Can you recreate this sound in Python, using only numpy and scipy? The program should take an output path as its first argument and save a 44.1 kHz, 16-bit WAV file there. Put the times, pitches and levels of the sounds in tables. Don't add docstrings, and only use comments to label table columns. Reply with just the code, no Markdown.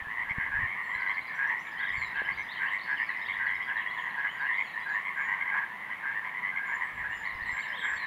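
import sys
import numpy as np
from scipy import signal
from scipy.fft import rfft, irfft
from scipy.io import wavfile
from scipy.ndimage import uniform_filter1d

SR = 44100
rng = np.random.default_rng(int(sys.argv[2]) if len(sys.argv) > 2 else 0)


def digitize_waveform(pressure):
    field = np.atleast_2d(pressure).T
    bounded = np.clip(field, -1, 1)
    quanta = np.round(bounded * 32767).astype(np.int16)
    wavfile.write(sys.argv[1], SR, quanta)


def ratio(d):
    e = np.asarray(d, float) / 20
    return 10 ** e


N = 355446
TIME = np.arange(N) / SR

# (first pulse [s], length [s], level [dB])
DEEP = [(.533, 0.051, -31), (1.408, 0.053, -28.5), (1.813, 0.04, -35.5), (2.168, 0.0506, -31),
        (2.261, 0.022, -38), (2.619, 0.056, -32.5), (2.901, 0.046, -31.5), (3.415, 0.0836, -33.5),
        (3.7, 0.016, -31), (4.188, 0.023, -31.5), (4.253, 0.019, -31.5), (4.412, 0.056, -31.5),
        (4.877, 0.049, -33.5), (5.184, 0.041, -31.5), (5.29, 0.019, -40), (5.541, 0.0505, -30),
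        (5.629, 0.011, -31), (6.05, 0.075, -34.5), (6.6, 0.068, -37.5), (6.7, 0.049, -35),
        (7.058, 0.01, -32.5), (7.841, 0.019, -31.5), (7.901, 0.044, -31.5)]
# (first pulse [s], length [s], level [dB])
LARGE = [(.632, 0.03, -32), (1.317, 0.13, -43), (1.493, 0.056, -32), (3.003, 0.026, -28.5),
         (3.769, 0.035, -31.5), (3.977, 0.028, -34.5), (4.499, 0.019, -28), (4.749, 0.045, -37),
         (4.949, 0.032, -30.5), (5.241, 0.041, -35.5), (6.158, 0.036, -33), (6.724, 0.044, -35),
         (7.103, 0.054, -36), (7.4, 0.04, -37.5)]
# (first pulse [s], length [s], level [dB])
MIDDLE = [(.376, 0.104, -42), (.554, 0.024, -38), (1.432, 0.0096, -35), (1.775, 0.063, -40),
          (1.876, 0.057, -33.5), (2.561, 0.061, -37.5), (2.905, 0.04, -42), (3.094, 0.012, -30),
          (3.339, 0.09, -37.5), (3.414, 0.022, -37.5), (3.47, 0.0091, -30), (3.865, 0.0084, -30),
          (4.814, 0.014, -40), (4.059, 0.026, -34.5), (5.289, 0.056, -30.5), (5.905, 0.035, -35),
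          (6.813, 0.025, -32.5), (7.466, 0.05, -33.5)]
# (first pulse [s], length [s], level [dB])
SMALL = [(.174, 0.058, -37), (.896, 0.1045, -35.5), (1.023, 0.0052, -30.5), (1.066, 0.052, -29.5),
         (1.558, 0.021, -37.5), (1.8, 0.088, -38), (2.282, 0.03, -31.5), (2.603, 0.084, -42),
         (2.718, 0.049, -33), (3.155, 0.077, -37), (3.493, 0.0706, -32.5), (3.608, 0.005, -31),
         (4.25, 0.036, -33.5), (4.46, 0.128, -34.5), (5.461, 0.04, -33.5), (6.35, 0.05, -38.5),
         (6.44, 0.068, -32.5), (.402, 0.037, -35.5), (.466, .004, -36.5), (5.837, 0.013, -39.5),
         (6.98, 0.037, -50)]
# (first pulse [s], length [s], level [dB])
TINY = [(.299, 0.02, -30), (.676, 0.069, -36), (1.173, 0.019, -31), (1.936, 0.034, -33), (2.02, 0.023, -32),
        (2.378, 0.039, -35), (3.289, 0.028, -31.5), (4.585, 0.036, -30), (5.054, 0.035, -34),
        (5.413, 0.011, -30), (5.568, 0.014, -34.5), (6.248, 0.049, -38), (6.564, 0.025, -32.5),
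        (7.235, 0.055, -39.5), (7.571, 0.037, -33), (7.87, 0.011, -44)]
# (croaks, sac tone [Hz], pulse rate [1/s])
VOICES = [
    (DEEP, 1655, 140),
    (LARGE, 1810, 106),
    (MIDDLE, 1915, 100),
    (SMALL, 1995, 96),
    (TINY, 2085, 100),
]
# (first pulse [s], level [dB])
THROATY = [(0.475, -33), (0.899, -28.5), (1.092, -24.5), (1.507, -21), (1.686, -37), (2.03, -29.5),
           (2.275, -30), (2.688, -29), (2.852, -43), (3.077, -31.5), (3.285, -28.5), (3.551, -42.5),
           (3.968, -24), (4.497, -25.5), (5.057, -32.5), (5.194, -44), (5.55, -19), (6.244, -25),
           (6.69, -24), (6.888, -53), (7.12, -35), (7.391, -30), (6.755, -25), (6.8, -21.5), (4.42, -26),
           (4.59, -31.5)]
# (time [s], level [dB])
THROAT = [
    (0, -15.5),
    (3.7, -16),
    (4, -12),
    (4.4, -15.5),
    (5.5, -12),
    (5.8, -15),
    (6.3, -12),
    (6.72, -17),
    (7.1, -16.5),
    (7.6, -16.5),
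]
# (time [s], level [dB])
CHORUS = [(0, -37), (.6, -35.5), (1.1, -37), (1.27, -40), (1.5, -35.5), (1.7, -40.5), (2.3, -37.5),
          (2.48, -42), (2.7, -32.5), (2.84, -38.5), (4.1, -37), (4.35, -40.5), (5.0, -37.5), (5.6, -35.5),
          (5.75, -41.5), (6.6, -38.5), (7.7, -36.5), (8.06, -34.5)]

# (time [s], start pitch [Hz], end pitch [Hz], level [dB])
FALLS = [(2.179, 3370, 2530, -52), (2.03, 4490, 3840, -62), (1.98, 4750, 4160, -64),
         (2.195, 4400, 3730, -67), (2.378, 4250, 3460, -62), (2.565, 3310, 2920, -48.5),
         (2.69, 2950, 2320, -59), (2.968, 3230, 2650, -46.5), (3.188, 4900, 3806, -69),
         (3.46, 4700, 3750, -63), (3.483, 3500, 2740, -54), (3.68, 3500, 2480, -55),
         (3.807, 3410, 2370, -50.5), (3.98, 3680, 2600, -50.5), (4.57, 4880, 4400, -70),
         (4.638, 3600, 2520, -55), (4.919, 4280, 3580, -62.5), (1.67, 3930, 2550, -60),
         (1.72, 4700, 4000, -74), (7.124, 4340, 3330, -71), (7.49, 4200, 4000, -61),
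         (7.627, 3240, 2520, -53), (7.775, 4460, 3700, -66), (2.142, 2780, 2500, -52)]
# (time [s], start pitch [Hz], end pitch [Hz], level [dB])
RISES = [(1.345, 5300, 6400, -72), (1.467, 5230, 6400, -70), (1.585, 5050, 6500, -66),
         (1.78, 3860, 4770, -67), (1.96, 4200, 4690, -64), (2.229, 2560, 2920, -54),
         (2.25, 2960, 3110, -48.5), (2.275, 3020, 3100, -60), (2.16, 2700, 3700, -58),
         (2.319, 4150, 4950, -61.5), (2.34, 3200, 4210, -62), (2.502, 3470, 4430, -51.5),
         (2.548, 2700, 3370, -57), (2.672, 2760, 3270, -49.5), (2.656, 2610, 2790, -51),
         (2.71, 3170, 4280, -66), (2.872, 2900, 3700, -66), (3.214, 3480, 4030, -57),
         (3.247, 2875, 4020, -53), (3.28, 2590, 3750, -50), (3.317, 2650, 3970, -52),
         (3.609, 2680, 3440, -54), (3.874, 3200, 3370, -54), (3.893, 3350, 4480, -62),
         (4.535, 3270, 4040, -60), (4.73, 3720, 4040, -70), (4.806, 3140, 3560, -61),
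         (5.912, 3010, 3110, -59), (7.12, 2730, 2970, -53), (7.96, 2820, 4350, -58)]
# (starts [s], notes as (delay [s], start pitch [Hz], end pitch [Hz], level [dB]))
SYLLABLES = [
    ([.942, 1.077, 1.211], [(0, 3850, 4230, -60), (.059, 5150, 3550, -63)]),
    ([7.238, 7.408, 7.578], [(.004, 3600, 4750, -63), (.034, 3400, 4400, -62), (.06, 4350, 3450, -62)]),
]
# (time [s], length [s], start pitch [Hz], end pitch [Hz], level [dB])
DRAWLS = [
    (1.995, .075, 4350, 3700, -60),
    (4.405, .016, 3750, 3800, -64),
    (3.068, .048, 4710, 3550, -61),
    (7.967, .075, 4500, 3750, -56),
    (7.7, .1, 660, 420, -62),
]
# (time [s], length [s], start
# pitch [Hz], end pitch [Hz], level [dB])
PACED = [(2.155, .012, 4270, 4500, -67), (2.17, .008, 4000, 3340, -60), (2.479, 0.022, 3180, 3920, -54.5),
         (2.528, 0.011, 4500, 2600, -52.5), (2.785, 0.013, 4840, 3150, -57),
         (2.803, 0.014, 3500, 4600, -56), (2.818, 0.034, 4310, 4490, -59.5), (2.87, 0.12, 4440, 4430, -74),
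         (2.835, .012, 5200, 4500, -68), (2.903, 0.016, 3900, 2900, -68), (2.95, .01, 3900, 4000, -69),
         (2.978, 0.012, 5300, 4530, -67), (2.997, 0.0081, 5200, 4300, -70), (4.288, 0.014, 4620, 3600, -75),
         (4.147, .01, 3500, 2800, -55.5), (4.205, .012, 3300, 2400, -55), (4.278, 0.033, 2800, 3210, -49.5),
         (4.336, 0.018, 4750, 4350, -75), (4.382, 0.066, 4980, 3840, -71), (4.468, .012, 2880, 2750, -50),
         (4.525, .012, 3440, 3320, -58), (4.195, 0.02, 5400, 4900, -82), (4.657, 0.037, 4600, 3720, -65),
         (4.662, 0.028, 2650, 2600, -61), (4.705, .015, 4330, 4200, -69), (4.799, .011, 5100, 4500, -70),
         (4.825, 0.031, 3910, 4020, -62), (4.881, 0.02, 4800, 4300, -69),
         (1.338, .04, 7800, 7300, -78), (6.83, .04, 8100, 7800, -78), (4.78, .04, 8700, 8400, -83),
         (.835, .02, 4400, 4200, -68), (3.265, .02, 4700, 4200, -66), (4.6, .014, 4100, 3100, -64),
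         (3.562, .012, 3820, 3780, -62), (3.545, .012, 5150, 5200, -69), (3.765, .018, 4100, 3600, -62),
         (4.098, .016, 4500, 3700, -66), (3.645, .014, 4750, 4600, -68), (3.015, .025, 4700, 5300, -68),
         (4.175, .02, 4600, 4250, -74), (1.095, .02, 3100, 3400, -58), (1.245, .012, 3800, 4300, -65),
         (.975, .012, 3800, 4300, -65), (7.682, .019, 5500, 4700, -66), (2.166, .012, 3000, 3200, -53),
         (2.7, .012, 3800, 3800, -66), (2.52, .012, 4200, 4700, -62), (2.66, .012, 4200, 4800, -70),
         (2.68, .01, 4800, 4200, -70), (3.09, .05, 2700, 2350, -56), (4.73, .015, 3700, 4100, -62),
         (3.165, .014, 5600, 4600, -70), (2.565, .012, 4100, 3700, -62), (3.215, .024, 4900, 5300, -69),
         (.9, .014, 3300, 3100, -58), (3.37, .012, 5300, 4600, -74), (3.775, .012, 3400, 3150, -57),
         (4.02, .012, 2750, 2650, -55), (4.06, .012, 3300, 2800, -60)]
# (time [s], length [s], middle pitch [Hz], level [dB])
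TRILLS = [
    (1.773, 0.16, 3490, -48),
    (7.723, 0.15, 3470, -44.5),
]
# (time [s], hold [s], pitch [Hz], level [dB])
SEEP = [(0.868, 0.089, 7420, -75.5), (1.62, 0.08, 7100, -74), (1.967, 0.093, 7210, -67.5),
        (2.374, 0.049, 6020, -69.5), (3.974, 0.083, 6720, -76), (4.31, 0.047, 6800, -73),
        (4.6, .08, 6780, -76), (4.897, 0.054, 6900, -74), (5.199, 0.078, 6900, -72),
        (6.666, 0.044, 7040, -69), (6.741, 0.02, 7060, -63), (6.935, .059, 7430, -77),
        (7.143, 0.079, 7060, -67.5), (7.507, 0.1, 7360, -61), (7.827, 0.12, 7510, -60)]
# (time [s], length [s], pitch [Hz], level [dB])
RATTLES = [
    (.29, .04, 5200, -74),
    (1.085, .035, 5200, -72),
    (1.095, .03, 7700, -76),
    (2.73, .04, 5600, -75),
    (2.612, .05, 7700, -75),
    (2.715, .06, 7700, -69),
    (5.04, .08, 8300, -76),
    (7.92, .05, 5000, -70),
    (7.94, .04, 5800, -72),
]
CHIPS_DOWN = [1.712, 1.884, 2.063, 2.247, 2.425, 3.626, 7.17, 7.343, 7.511]
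CHIPS_UP = [
    2.9,
]
# (from [s], to [s], slurs [count])
TWITTER = [
    (.9, 5.0, 150),
    (7.1, 8.06, 35),
]

# (time [s], level [dB])
BREEZE = [(0, -72), (.6, -49), (.72, -67), (1.8, -77), (2.0, -49.5), (2.12, -68), (2.4, -54), (2.6, -87),
          (3.45, -61), (3.7, -71), (6.6, -83), (7.0, -57.5), (7.5, -55.5), (7.7, -71), (8.06, -61)]
# (time [s], peak level [dB], ring [Hz])
KNOCKS = [(0.019, -55, 59.2), (0.069, -54, 99.6), (0.31, -47.5, 106), (0.382, -39, 119), (0.547, -51, 47.4),
          (0.635, -46, 100), (0.957, -59, 72), (1.979, -48.5, 78), (2.319, -58, 109), (7.35, -55, 59.2),
          (7.419, -56, 45.8), (7.529, -53, 97)]
# (time [s], peak level [dB], ring [Hz])
TICKS = [
    (2.218, -43, 500),
    (3.51, -58, 6000),
    (5.022, -60, 4500),
]
# (frequency [Hz], density [dB per Hz])
HUSH = [(30, -104), (90, -90), (190, -82), (300, -87.5), (560, -89), (800, -81), (1350, -82), (2500, -87),
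        (3100, -90.5), (4000, -101), (5200, -111), (6800, -111), (8700, -114), (10000, -108), (15500, -112)]

LEAD_S = .05


def at_times(rows, s=TIME):
    return np.interp(s, *np.transpose(rows))


def rms_one(x):
    return x / np.sqrt(np.mean(x ** 2) + 1e-20)


def add(track, start_s, sound):
    i = round(start_s * SR)
    part = sound[max(-i, 0):max(N - i, 0)]
    track[max(i, 0):max(i, 0) + len(part)] += part


def drift(rate):
    knots = rng.standard_normal(int(N / SR * 40) + 2)
    smooth = uniform_filter1d(knots, max(int(40 / rate), 1))
    return np.interp(TIME * 40, np.arange(len(knots)), rms_one(smooth))


def flutter():
    lowpass = signal.butter(2, 90, fs=SR, output="sos")
    return ratio(2.0 * rms_one(signal.sosfilt(lowpass, rng.standard_normal(N))))


def echo(x, t60, wet_db):
    t = np.arange(SR // 2) / SR
    tail = rng.standard_normal(len(t)) * ratio(-60 * t / t60) * (t > .012)
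    return x + ratio(wet_db) * signal.fftconvolve(x, tail / np.linalg.norm(tail))[:N]


def croak(length, sac_hz, rate, throat_db, chance):
    t = np.arange(-LEAD_S, length + 0.2, 1 / SR)
    knots = np.arange(len(chance))
    rise_s = np.clip((2000 - sac_hz) / 19000, .003, .018)
    before = np.minimum(t + .002, 0) / rise_s
    after = np.maximum(t - length, 0) / 0.0097
    swell = np.exp(-before ** 2 - after ** 2)
    swell = swell * (.88 + .12 * np.sin(np.pi * np.clip(t / length, 0, 1)))

    turn = (t + .001) * rate + 8.25
    turn = turn + .12 * (np.interp(turn, knots, chance[::-1, 1]) - chance[-9, 1])
    depth = np.clip((sac_hz - 1300) / 520, .6, 1)
    width = np.where(turn % 1 < .25, .2, .38)
    burst = np.exp(-((turn % 1 - .25) / width) ** 2)

    change = np.clip(2.5 * ((turn + .3) % 1), 0, 1)
    step = np.floor(turn + .3) + np.sin(np.pi / 2 * change) ** 2
    start, strength = [np.interp(step, knots, c) for c in chance.T]

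    phase = 2 * np.pi * sac_hz * t * (1 + .7 / 2 * (t - length)) + 2.0 * depth * start
    sag_hz = 330 * np.clip(2.3 * depth - 1.5, .2, 1)
    phase = phase - np.pi * sag_hz * (turn % 1 - .5) ** 2 / rate
    sac = (1 - depth + depth * burst) * (np.sin(phase) + ratio(-22) * np.sin(1.5 * phase))
    throat_hz = 1026.6 + 0.2366 * (sac_hz - 1900) + 50 * np.clip(chance[0, 0], -1.5, 1.5)
    throat = ratio(throat_db) * burst * np.sin(2 * np.pi * throat_hz * t + 2.94 * start)
    sac = signal.sosfilt(signal.butter(2, 1.15 * sac_hz, fs=SR, output="sos"), sac)
    return swell * rms_one(ratio(1.0 * strength) * (sac + throat))


def near_frogs():
    out = np.zeros(N)
    rows = []
    for croaks, hz, rate in VOICES:
        for s, length, db in croaks:
            rows.append((s, length, hz, rate, db, at_times(THROAT, s) - 3))
    rows += [(s, 0.032, 1900, 95, db - 17, 7) for s, db in THROATY]
    chances = rng.standard_normal((len(rows), 48, 2))
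    for (s, length, hz, rate, db, throat_db), chance in zip(rows, chances):
        add(out, s - LEAD_S, ratio(db) * croak(length, hz, rate, throat_db, chance))
    return echo(out, t60=.25, wet_db=-11.5)


def far_frogs():
    out = np.zeros(N)
    for when, size, build, pace, far in rng.random((420, 5)):
        s = when * (N / SR + .2) - .2
        sac_hz = 1540 + 390 * size + 280 * build
        throat_db = at_times(THROAT, s) + 4
        chance = rng.standard_normal((48, 2))
        sound = croak(0.02 + 0.0508 * pace, sac_hz, 85 + 40 * pace, throat_db, chance)
        add(out, s, ratio(-9 * far) * sound)
    out = echo(out, t60=0.75, wet_db=-4)
    level = np.sqrt(uniform_filter1d(out ** 2, SR // 6))
    return ratio(at_times(CHORUS)) * out / level


def answer(near):
    power = np.abs(uniform_filter1d(near ** 2, int(0.072 * SR)))
    loud_db = 10 * np.log10(power + ratio(2 * -32.5))
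    return ratio(0.21 * (loud_db - loud_db.mean()))


def birds(notes, bend, wet_db):
    out = np.zeros(N)
    for s, length, start_hz, end_hz, db in notes:
        u = np.linspace(0, 1, round(1.5 * length * SR))
        hz = end_hz + (start_hz - end_hz) * (1 - u) ** bend
        tone = np.sin(2 * np.pi * np.cumsum(hz) / SR)
        add(out, s - 0.11 * length, ratio(db + 6.0) * np.sin(np.pi * u) ** .6 * tone)
    return echo(out * ratio(1.0 * drift(40)) * flutter(), t60=.4, wet_db=wet_db)


def warble():
    sung = [(s + delay, *note) for starts, notes in SYLLABLES for s in starts for delay, *note in notes]
    slurs = []
    for s, start, end, db in FALLS + RISES + sung:
        length = .016 + abs(end - start) / 170000
        slurs.append((s, length, start, end, db))
    return slurs + DRAWLS + PACED


def trills():
    climb_s, turn_s, climb_hz, swing_hz = .042, .037, 450, 310
    out = np.zeros(N)
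    for s, length, middle_hz, db in TRILLS:
        t = np.arange(0, length, 1 / SR)
        wave = np.cos(2 * np.pi * np.maximum(t - climb_s, 0) / turn_s)
        climb = np.maximum(1 - (t / climb_s) ** 2, 0)
        hz = middle_hz + swing_hz * wave - (climb_hz + swing_hz) * climb
        gain = ratio(db - 4 * (hz - middle_hz) / swing_hz)
        swell = np.sin(np.pi * t / length) ** 0.24
        add(out, s, gain * swell * np.sin(2 * np.pi * np.cumsum(hz) / SR))
    return echo(out * flutter(), t60=.45, wet_db=-6)


def seeps():
    drop_s, drop_hz, drop_db = .045, 500, -5
    drops = []
    for s, hold, hz, db in SEEP:
        if hold > .075:
            drops.append((s - drop_s, drop_s, hz + drop_hz, hz, min(db, -64) + drop_db))
    return drops + [(s, hold, hz + 110, hz, db) for s, hold, hz, db in SEEP]


def rattles():
    out = np.zeros(N)
    for s, length, hz, db in RATTLES:
        t = np.arange(0, length, 1 / SR)
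        click = np.exp(-((t * 90 % 1 - .5) / .15) ** 2)
        tone = np.sin(2 * np.pi * hz * t + 2 * np.sin(2 * np.pi * 260 * t))
        add(out, s, ratio(db + 8) * click * tone)
    return out


def far_twitter():
    rows = [(s, .018, 5400, 4750, -70) for s in CHIPS_DOWN]
    rows += [(s, .024, 4850, 5250, -70) for s in CHIPS_UP]
    for t0, t1, count in TWITTER:
        for when, pitch, slide, far in rng.random((count, 4)):
            hz = 3100 + 1300 * pitch
            start, end = (hz, .78 * hz) if slide < .7 else (.82 * hz, hz)
            s = t0 + when * (t1 - t0)
            rows.append((s, .015 + .02 * far, start, end, -62 - 14 * pitch - 9 * far))
    return rows


def bumps(events, cycles):
    out = np.zeros(N)
    for s, db, hz in events:
        turns = np.arange(0, 4 * cycles, hz / SR)
        swell = turns / cycles * np.exp(-(turns / cycles) ** 2)
        add(out, s, ratio(db + 20.5) * np.sin(2 * np.pi * turns) * swell)
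    return out


def breeze():
    band = signal.butter(2, [28, 110], "band", fs=SR, output="sos")
    low = signal.sosfilt(band, rng.standard_normal(N))
    return ratio(at_times(BREEZE)) * rms_one(low * ratio(3.5 * drift(9)))


def hush():
    hz, db = np.transpose(HUSH)
    grid = np.arange(N // 2 + 1) * SR / N + 1
    gain = ratio(np.interp(np.log(grid), np.log(hz), db))
    return np.sqrt(SR / 2) * irfft(rfft(rng.standard_normal(N)) * gain, N)


def scene():
    near = near_frogs()
    frogs = near + answer(near) * far_frogs()
    song = birds(warble(), bend=1.05, wet_db=-2.5) + trills()
    song = song + birds(far_twitter(), bend=1.3, wet_db=-2)
    song = song + birds(seeps(), bend=1.3, wet_db=-7) + rattles()
    handling = bumps(KNOCKS, cycles=0.4) + bumps(TICKS, cycles=0.6)
    return (frogs + song + handling + breeze() + hush())[None]


def low_pass(x):
    return signal.sosfilt(signal.butter(12, 15640, fs=SR, output="sos"), x)


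def record(dry):
    return low_pass(dry)


dry = scene()
out = record(dry)
digitize_waveform(out)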